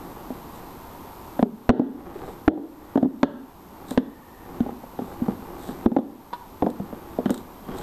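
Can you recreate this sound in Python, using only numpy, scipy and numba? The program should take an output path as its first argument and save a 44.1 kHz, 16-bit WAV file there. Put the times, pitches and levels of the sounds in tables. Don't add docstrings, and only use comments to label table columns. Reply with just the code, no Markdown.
import sys
import numpy as np
from scipy import signal
from scipy.fft import rfft, irfft
from scipy.io import wavfile
from numba import njit

SR = 44100
rng = np.random.default_rng(int(sys.argv[2]) if len(sys.argv) > 2 else 0)


def output_pcm(signal):
    pcm = np.clip(np.atleast_2d(signal).T, -1, 1) * 32767
    wavfile.write(sys.argv[1], SR, np.round(pcm).astype(np.int16))


N = 344862
TIME_S = np.arange(N) / SR

# f/Hz, density/dB
AIR_SPECTRUM = [(20, -3), (70, 0), (130, -5), (260, 0), (450, -7), (620, -9.5), (900, -4), (1150, -9.5),
                (1600, -19), (2400, -23.5), (4000, -26.5), (6000, -29.5), (11000, -31), (14000, -29.5)]
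# f/Hz, level/dB
WHINE_TONES = [(12586, -80), (12683, -72), (12780, -60.5), (12828, -73), (12877, -61), (12974, -72.5)]
# t/s, length/s, level/dB
FINGER_SCUFFS = [(0.546, 0.013, -52), (2.15, 0.18, -55), (3.892, 0.019, -43.5), (5.04, .1, -60),
                 (5.598, .11, -49.5), (7.31, .08, -52), (7.758, 0.077, -47.5)]
# t/s, level/dB
CASE_TICKS = [(3.908, -27.5), (6.702, -38.5), (7.305, -24), (7.343, -29), (7.377, -34), (7.785, -34.5)]
# f/Hz, level/dB
CASE_SPECTRUM = [(500, -5.5), (1400, 3), (2600, -8.5), (3300, 1), (3800, 7), (4600, -3.5), (6300, -5.5),
                 (7600, 2), (8800, 0.5), (10000, -9.5), (12000, -7), (13700, 0), (15000, -17)]
# t/s, length/s, f/Hz, level/dB
MOUNT_SQUEALS = [(2.768, 0.32, 1880, -62), (4.1, 0.35, 1820, -56.5), (7.7, .12, 3230, -57)]
# t/s, length/s, level/dB
BAG_SLIDES = [(0, 0.35, -43), (0.565, 0.11, -45), (2.0, .3, -33.5), (2.81, .13, -42.5), (3.83, 0.23, -39),
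              (4.48, .22, -37), (4.986, 0.33, -38.5), (5.482, 0.364, -37.5), (6.646, 0.32, -41.5),
              (7.042, 0.37, -40), (7.702, 0.17, -31.5)]
# f/Hz, level/dB
RASP_SPECTRUM = [(300, -19), (700, 1.5), (1100, 3), (1500, -6), (2100, -12), (2800, -18), (6000, -32),
                 (12000, -50)]
# f/Hz, level/dB, t60/s
SHELL_MODES = [(183.3, -0.36, 0.13), (258, -0.41, 0.077)]
# f/Hz, level/dB, t60/s
PANEL_MODES = [(336, 0, 0.099), (393, -0.5, 0.065), (466.5, 0.5, 0.059), (569, -1, 0.046),
               (646, -1.5, 0.044), (736, -1, 0.038), (827, -2.5, 0.043), (939, -5.5, 0.037),
               (1060, -15, 0.027), (1186, -12, 0.025)]
# f/Hz, t60/s
GARAGE_DECAY = [(100, 0.05), (260, 0.58), (500, 0.5), (1000, 0.57), (3500, 0.6), (10000, 0.5)]
# f/Hz, level/dB
GARAGE_SPECTRUM = [(60, -24), (130, -19), (190, -5.5), (280, -13), (450, -11), (700, -19.5), (1000, -12),
                   (2000, -12.5), (3700, -12.5), (6000, -13), (9000, -18)]
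# t/s, level/dB
FITTING_CLINKS = [(6.330, -24), (6.3342, -19)]
# f/Hz, level/dB, t60/s
FITTING_MODES = [(587, -13, 0.069), (960, 1, .06), (1060, -4, 0.048), (1464, -14, 0.045), (1750, -24, .04),
                 (2700, -25, 0.037), (3461, -20, .06), (4020, -30, .06)]
# f/Hz, level/dB
GRATE_SPECTRUM = [(500, -22), (1000, 9.5), (2400, -15), (4000, -6), (5500, -21.5), (9000, -36)]
# t/s, level/dB
FRAME_SWAYS = [(1.691, 7.5), (1.699, 11.5), (2.477, 2), (3.973, -18), (4.603, -20), (5.218, -24),
               (5.859, -5.5), (6.623, -17), (6.798, -28), (7.304, -29)]
# f/Hz, level/dB
CLACK_SPECTRUM = [(400, -16), (900, -4), (1300, 4.5), (1750, -0.5), (2400, -21), (2900, -11), (3600, -9.5),
                  (4500, -24), (7000, -28), (9000, -36), (14000, -50)]
# f/Hz, level/dB
BUZZ_SPECTRUM = [(700, -19.5), (1250, 2), (1800, -1), (2400, -13), (3100, -6.5), (3600, -2.5), (4200, -8),
                 (4900, -22), (9000, -38.5)]
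# t/s, force/dB, shell f/Hz, panel level/dB, clack level/dB
BAG_KNOCKS = [ (0.302, -21.5, 250, 0, -24), (1.391, -12, 260, 3, -11), (1.426, 5, 225, -3, -24),
              (1.6915, 14, 264, 1, -7), (1.700, 22, 255, -2, -18.5), (1.795, 9.5, 277, -4, -43),
              (1.816, -5, 287, -1, -31), (2.155, -23.5, 390, -5, -22), (2.278, -29, 406, 6, -20),
              (2.478, 18, 299, -3, -20), (2.574, -10, 308, 1, -38), (2.956, 2, 266, -4.5, -25),
              (2.974, 1, 273, -0.5, -14), (3.027, 6, 256, -5, -24), (3.044, 0.5, 255, -9, -24),
              (3.055, 3, 266, -10, -42), (3.230, 11.5, 271, 0, -8), (3.910, -16, 262, -2, -11),
              (3.975, 5, 252, -1, -9.5), (4.604, -4, 238, -13, -19), (4.662, -20, 271, 5, -16),
              (4.690, -25.5, 239, 8, -17), (4.835, -29, 252, 6, -17), (4.989, -17, 263, 4, -12),
              (5.016, -18.5, 222, -5, -33), (5.218, -10.5, 240, -15, -39), (5.282, -9, 215, -2, -21),
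              (5.688, -20, 240, -1, -9), (5.859, 5.5, 224, -1.5, -24), (5.916, -5, 234, -5, -28),
              (5.964, 5, 274, 0.5, -18), (5.985, -1.5, 238, -1.5, -19), (6.622, -8, 298, 6.5, -16.5),
              (6.641, -12.5, 200, -4, -25), (6.663, -10, 216, 6.5, -14), (6.686, -17, 240, 0, -20),
              (6.798, -13, 195, -5, -25), (6.926, -22, 224, 2.5, -20), (7.186, -13, 261, 5.5, -22),
              (7.257, -6, 222, -6, -8), (7.294, -14.5, 286, 1, -3), (7.303, -7, 242, -2, -20),
              (7.686, -21.5, 231, -1, -10)]

SLIDE_ATTACK_S, SLIDE_RELEASE_S = 0.048, 0.059


def amp(db):
    return 10 ** (np.asarray(db) / 20)


def unit_rms(x):
    return x / np.sqrt(np.mean(x ** 2) + 1e-20)


def curve_at(points, hz):
    points_hz, values = np.transpose(points)
    return np.interp(np.log(hz + 1), np.log(points_hz + 1), values)


def add(mix, start_s, sound):
    part = mix[max(round(start_s * SR), 0):][:len(sound)]
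    part += sound[:len(part)]


def colour(x, spectrum, size=4096):
    log_gain = np.log(amp(curve_at(spectrum, abs(np.fft.fftfreq(size, 1 / SR)))))
    taps = np.fft.ifft(np.exp(np.conj(signal.hilbert(log_gain)))).real[:size // 2]
    return signal.fftconvolve(x, taps / np.linalg.norm(taps))[:len(x)]


def fade(t, t60_s):
    return np.exp(-np.log(1000) * t / t60_s)


def ring(modes, t, uneven_db=0, detune=0, spread_s=0):
    scatter = rng.standard_normal((len(modes), 2))
    ages_s = np.maximum(t - spread_s * rng.random((len(modes), 1)), 0)
    return sum(amp(db + uneven_db * a) * fade(age, t60) * np.sin(2 * np.pi * hz * (1 + detune * b) * age)
               for (hz, db, t60), (a, b), age in zip(modes, scatter, ages_s))


def stroke(start_s, length_s, attack_s, release_s, swell_db):
    t = TIME_S - start_s
    pressure = amp(swell_db * (np.clip(t / length_s, 0, 1) - 1))
    return pressure * np.exp(np.minimum(t, 0) / attack_s - np.maximum(t - length_s, 0) / release_s)


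def friction_slips(rate_per_s, spread_db=3):
    sizes = rng.standard_normal(N) * amp(spread_db * np.minimum(rng.exponential(1, N), 3))
    return sizes * (rng.random(N) < rate_per_s / SR)


def garage_response(size=32768, slot_samples=20):
    slots = np.arange(400, size - slot_samples, slot_samples)
    taps = np.zeros(size)
    taps[slots + rng.integers(0, slot_samples, len(slots))] = rng.choice([-1., 1.], len(slots))
    hz, t, bands = signal.stft(taps, SR, nperseg=512)
    t60_s = curve_at(GARAGE_DECAY, hz)[:, None]
    energy = SR / slot_samples * t60_s / (2 * np.log(1000))
    bands = bands * fade(t, t60_s) / np.sqrt(energy) * amp(curve_at(GARAGE_SPECTRUM, hz))[:, None]
    return signal.istft(bands, SR, nperseg=512)[1]


def room_noise(level_db=-41.5):
    hz = np.fft.rfftfreq(N, 1 / SR)
    hump_db = 2 * np.exp(-((hz - 950) / 130) ** 2)
    spectrum = rfft(rng.standard_normal(N)) * amp(curve_at(AIR_SPECTRUM, hz) + hump_db)
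    return amp(level_db) * unit_rms(irfft(spectrum, N))


def whine(waver_rad=.7):
    knots_s = np.arange(0, N / SR + 1, 1 / 20)
    drift_rad = waver_rad * np.interp(TIME_S, knots_s, rng.standard_normal(len(knots_s)))
    return sum(amp(db + 3) * np.sin(2 * np.pi * (hz * TIME_S + rng.random()) + drift_rad)
               for hz, db in WHINE_TONES)


def fingers(holding_db=-69.5):
    drag = sum(amp(db) * stroke(start_s, length_s, attack_s=0.016, release_s=0.029, swell_db=4)
               for start_s, length_s, db in FINGER_SCUFFS)
    grains = unit_rms(friction_slips(rate_per_s=4000)) * np.hypot(drag, amp(holding_db))
    t = np.arange(SR // 10) / SR
    tick_decay = fade(t, 0.012) + amp(-17.5) * fade(t, 0.13)
    for start_s, db in CASE_TICKS:
        add(grains, start_s, amp(db) * rng.standard_normal(len(t)) * tick_decay)
    return colour(grains, CASE_SPECTRUM)


def squeals(half_width_hz=95):
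    hz, friction = np.fft.rfftfreq(N, 1 / SR), rfft(rng.standard_normal(N))
    out = np.zeros(N)
    for start_s, length_s, pitch_hz, db in MOUNT_SQUEALS:
        tone = unit_rms(irfft(friction / (1 + ((hz - pitch_hz) / half_width_hz) ** 2), N))
        out += amp(db) * tone * stroke(start_s, length_s, SLIDE_ATTACK_S, SLIDE_RELEASE_S, swell_db=0)
    return out


def rubbing(rasp_db=-7, leaning_db=-52.5):
    t = np.arange(SR // 8) / SR
    slips = friction_slips(rate_per_s=1400)
    body = ring(PANEL_MODES, t, spread_s=0.00394) + ring(SHELL_MODES, t, spread_s=0.0044)
    resonance = unit_rms(signal.oaconvolve(slips, body)[:N])
    rasp = amp(rasp_db) * unit_rms(colour(slips, RASP_SPECTRUM))
    push = sum(amp(db) * stroke(start_s, length_s, SLIDE_ATTACK_S, SLIDE_RELEASE_S, swell_db=2.5)
               for start_s, length_s, db in BAG_SLIDES)
    return (resonance + rasp) * np.hypot(push, amp(leaning_db))


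def fitting(grate_db=-11, echo_db=1):
    out, t, echoes = np.zeros(N), np.arange(SR // 4) / SR, garage_response()
    for start_s, db in FITTING_CLINKS:
        grate = colour(rng.standard_normal(len(t)) * fade(t, 0.074), GRATE_SPECTRUM)
        clink = amp(db) * (ring(FITTING_MODES, t) + amp(grate_db) * grate)
        add(out, start_s, clink)
        add(out, start_s, amp(echo_db) * signal.fftconvolve(clink, echoes))
    return out


def frame(hz=78, swell_s=0.0034, t60_s=0.049):
    out, t = np.zeros(N), np.arange(SR // 8) / SR
    thump = -np.sin(2 * np.pi * hz * t) * (1 - np.exp(-t / swell_s)) * fade(t, t60_s)
    for start_s, db in FRAME_SWAYS:
        add(out, start_s, amp(db + 3.5) * thump)
    return out


def bracket_clack(t, chatter_db=-18, buzz_db=-45.5):
    contact = rng.standard_normal(len(t)) * amp(chatter_db) * fade(t, 0.044)
    contact[0] += 1
    buzz = colour(rng.standard_normal(len(t)), BUZZ_SPECTRUM, size=1024) * fade(t, 0.31) * amp(buzz_db)
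    return colour(contact, CLACK_SPECTRUM, size=1024) + buzz


def rattle(sound, t, bumps_per_s=400, bump_db=-16, t60_s=.22, contact_s=.0005):
    bumps = rng.standard_normal(len(t)) * (rng.random(len(t)) < bumps_per_s / SR)
    bumps = np.roll(bumps * amp(bump_db) * fade(t, t60_s), SR // 200)
    pulse = t * np.exp(-t / contact_s)
    soft_bumps = signal.fftconvolve(bumps, 2 * pulse / pulse.sum())[:len(t)]
    return sound + signal.fftconvolve(sound, soft_bumps)[:len(t)]


def panel_ring(t, panel_db, base_hz=545, octaves_per_db=.02, width_octaves=0.65, swell_s=.0014):
    focus_hz = base_hz * 2 ** (octaves_per_db * panel_db)
    modes = [(hz, db - 4 * (np.log2(hz / focus_hz) / width_octaves) ** 2, t60_s)
             for hz, db, t60_s in PANEL_MODES]
    panels = ring(modes, t, uneven_db=1.5, detune=.04, spread_s=0.001971)
    panels *= (1 - np.exp(-t / swell_s)) ** 2 * fade(t, 0.14)
    return amp(panel_db + 16) * rattle(panels / np.linalg.norm(panels), t)


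def knock(shell_hz, panel_db, clack_db, swell_s=.002, shell_t60_s=0.049, clack_delay_s=.0012):
    t = np.arange(SR // 4) / SR
    envelope = amp(6.5) * (1 - np.exp(-t / swell_s)) ** 2 * fade(t, shell_t60_s)
    shell = -np.sin(2 * np.pi * shell_hz * t) * envelope
    sound = shell + panel_ring(t, panel_db)
    add(sound, clack_delay_s, amp(clack_db + 6) * bracket_clack(t))
    return sound


def saddlebag(spot_count=3, low_cut_hz=130, echo_db=-0.76, echo_fall_db_per_db=0.095):
    direct, spots = np.zeros(N), np.zeros((spot_count, N))
    for k, (start_s, force_db, shell_hz, panel_db, clack_db) in enumerate(BAG_KNOCKS):
        sound = amp(force_db) * knock(shell_hz, panel_db, clack_db)
        add(direct, start_s, sound)
        add(spots[k % spot_count], start_s, amp(echo_db - echo_fall_db_per_db * force_db) * sound)
    echoes = sum(signal.fftconvolve(spot, garage_response())[:N] for spot in spots)
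    low_cut = signal.butter(2, low_cut_hz, "highpass", fs=SR, output="sos")
    return signal.sosfilt(low_cut, direct + echoes)


def scene():
    return (saddlebag() + frame() + fitting() + rubbing() + squeals() + fingers() + room_noise() + whine())[None]


@njit
def gain_control(magnitude, ceiling, attack_s, release_s):
    attack, release = 1 / (attack_s * SR), 1 / (release_s * SR)
    gains, gain = np.ones(len(magnitude)), 1.0
    for i in range(len(magnitude)):
        if magnitude[i] * gain > ceiling:
            gain *= (ceiling / (magnitude[i] * gain)) ** attack
        else:
            gain += (1 - gain) * release
        gains[i] = gain
    return gains


def record(dry, ceiling_db=-13, attack_s=0.0027, release_s=0.59, saturation_db=-6, high_cut_hz=14500):
    ducked = dry[0] * gain_control(abs(dry[0]), float(amp(ceiling_db)), attack_s, release_s)
    saturated = ducked / (1 + (ducked / amp(saturation_db)) ** 4) ** (1 / 4)
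    high_cut = signal.firwin(255, high_cut_hz, window=("kaiser", 8), fs=SR)
    return signal.oaconvolve(saturated, high_cut, "same")[None]


dry = scene()
out = record(dry)
output_pcm(out)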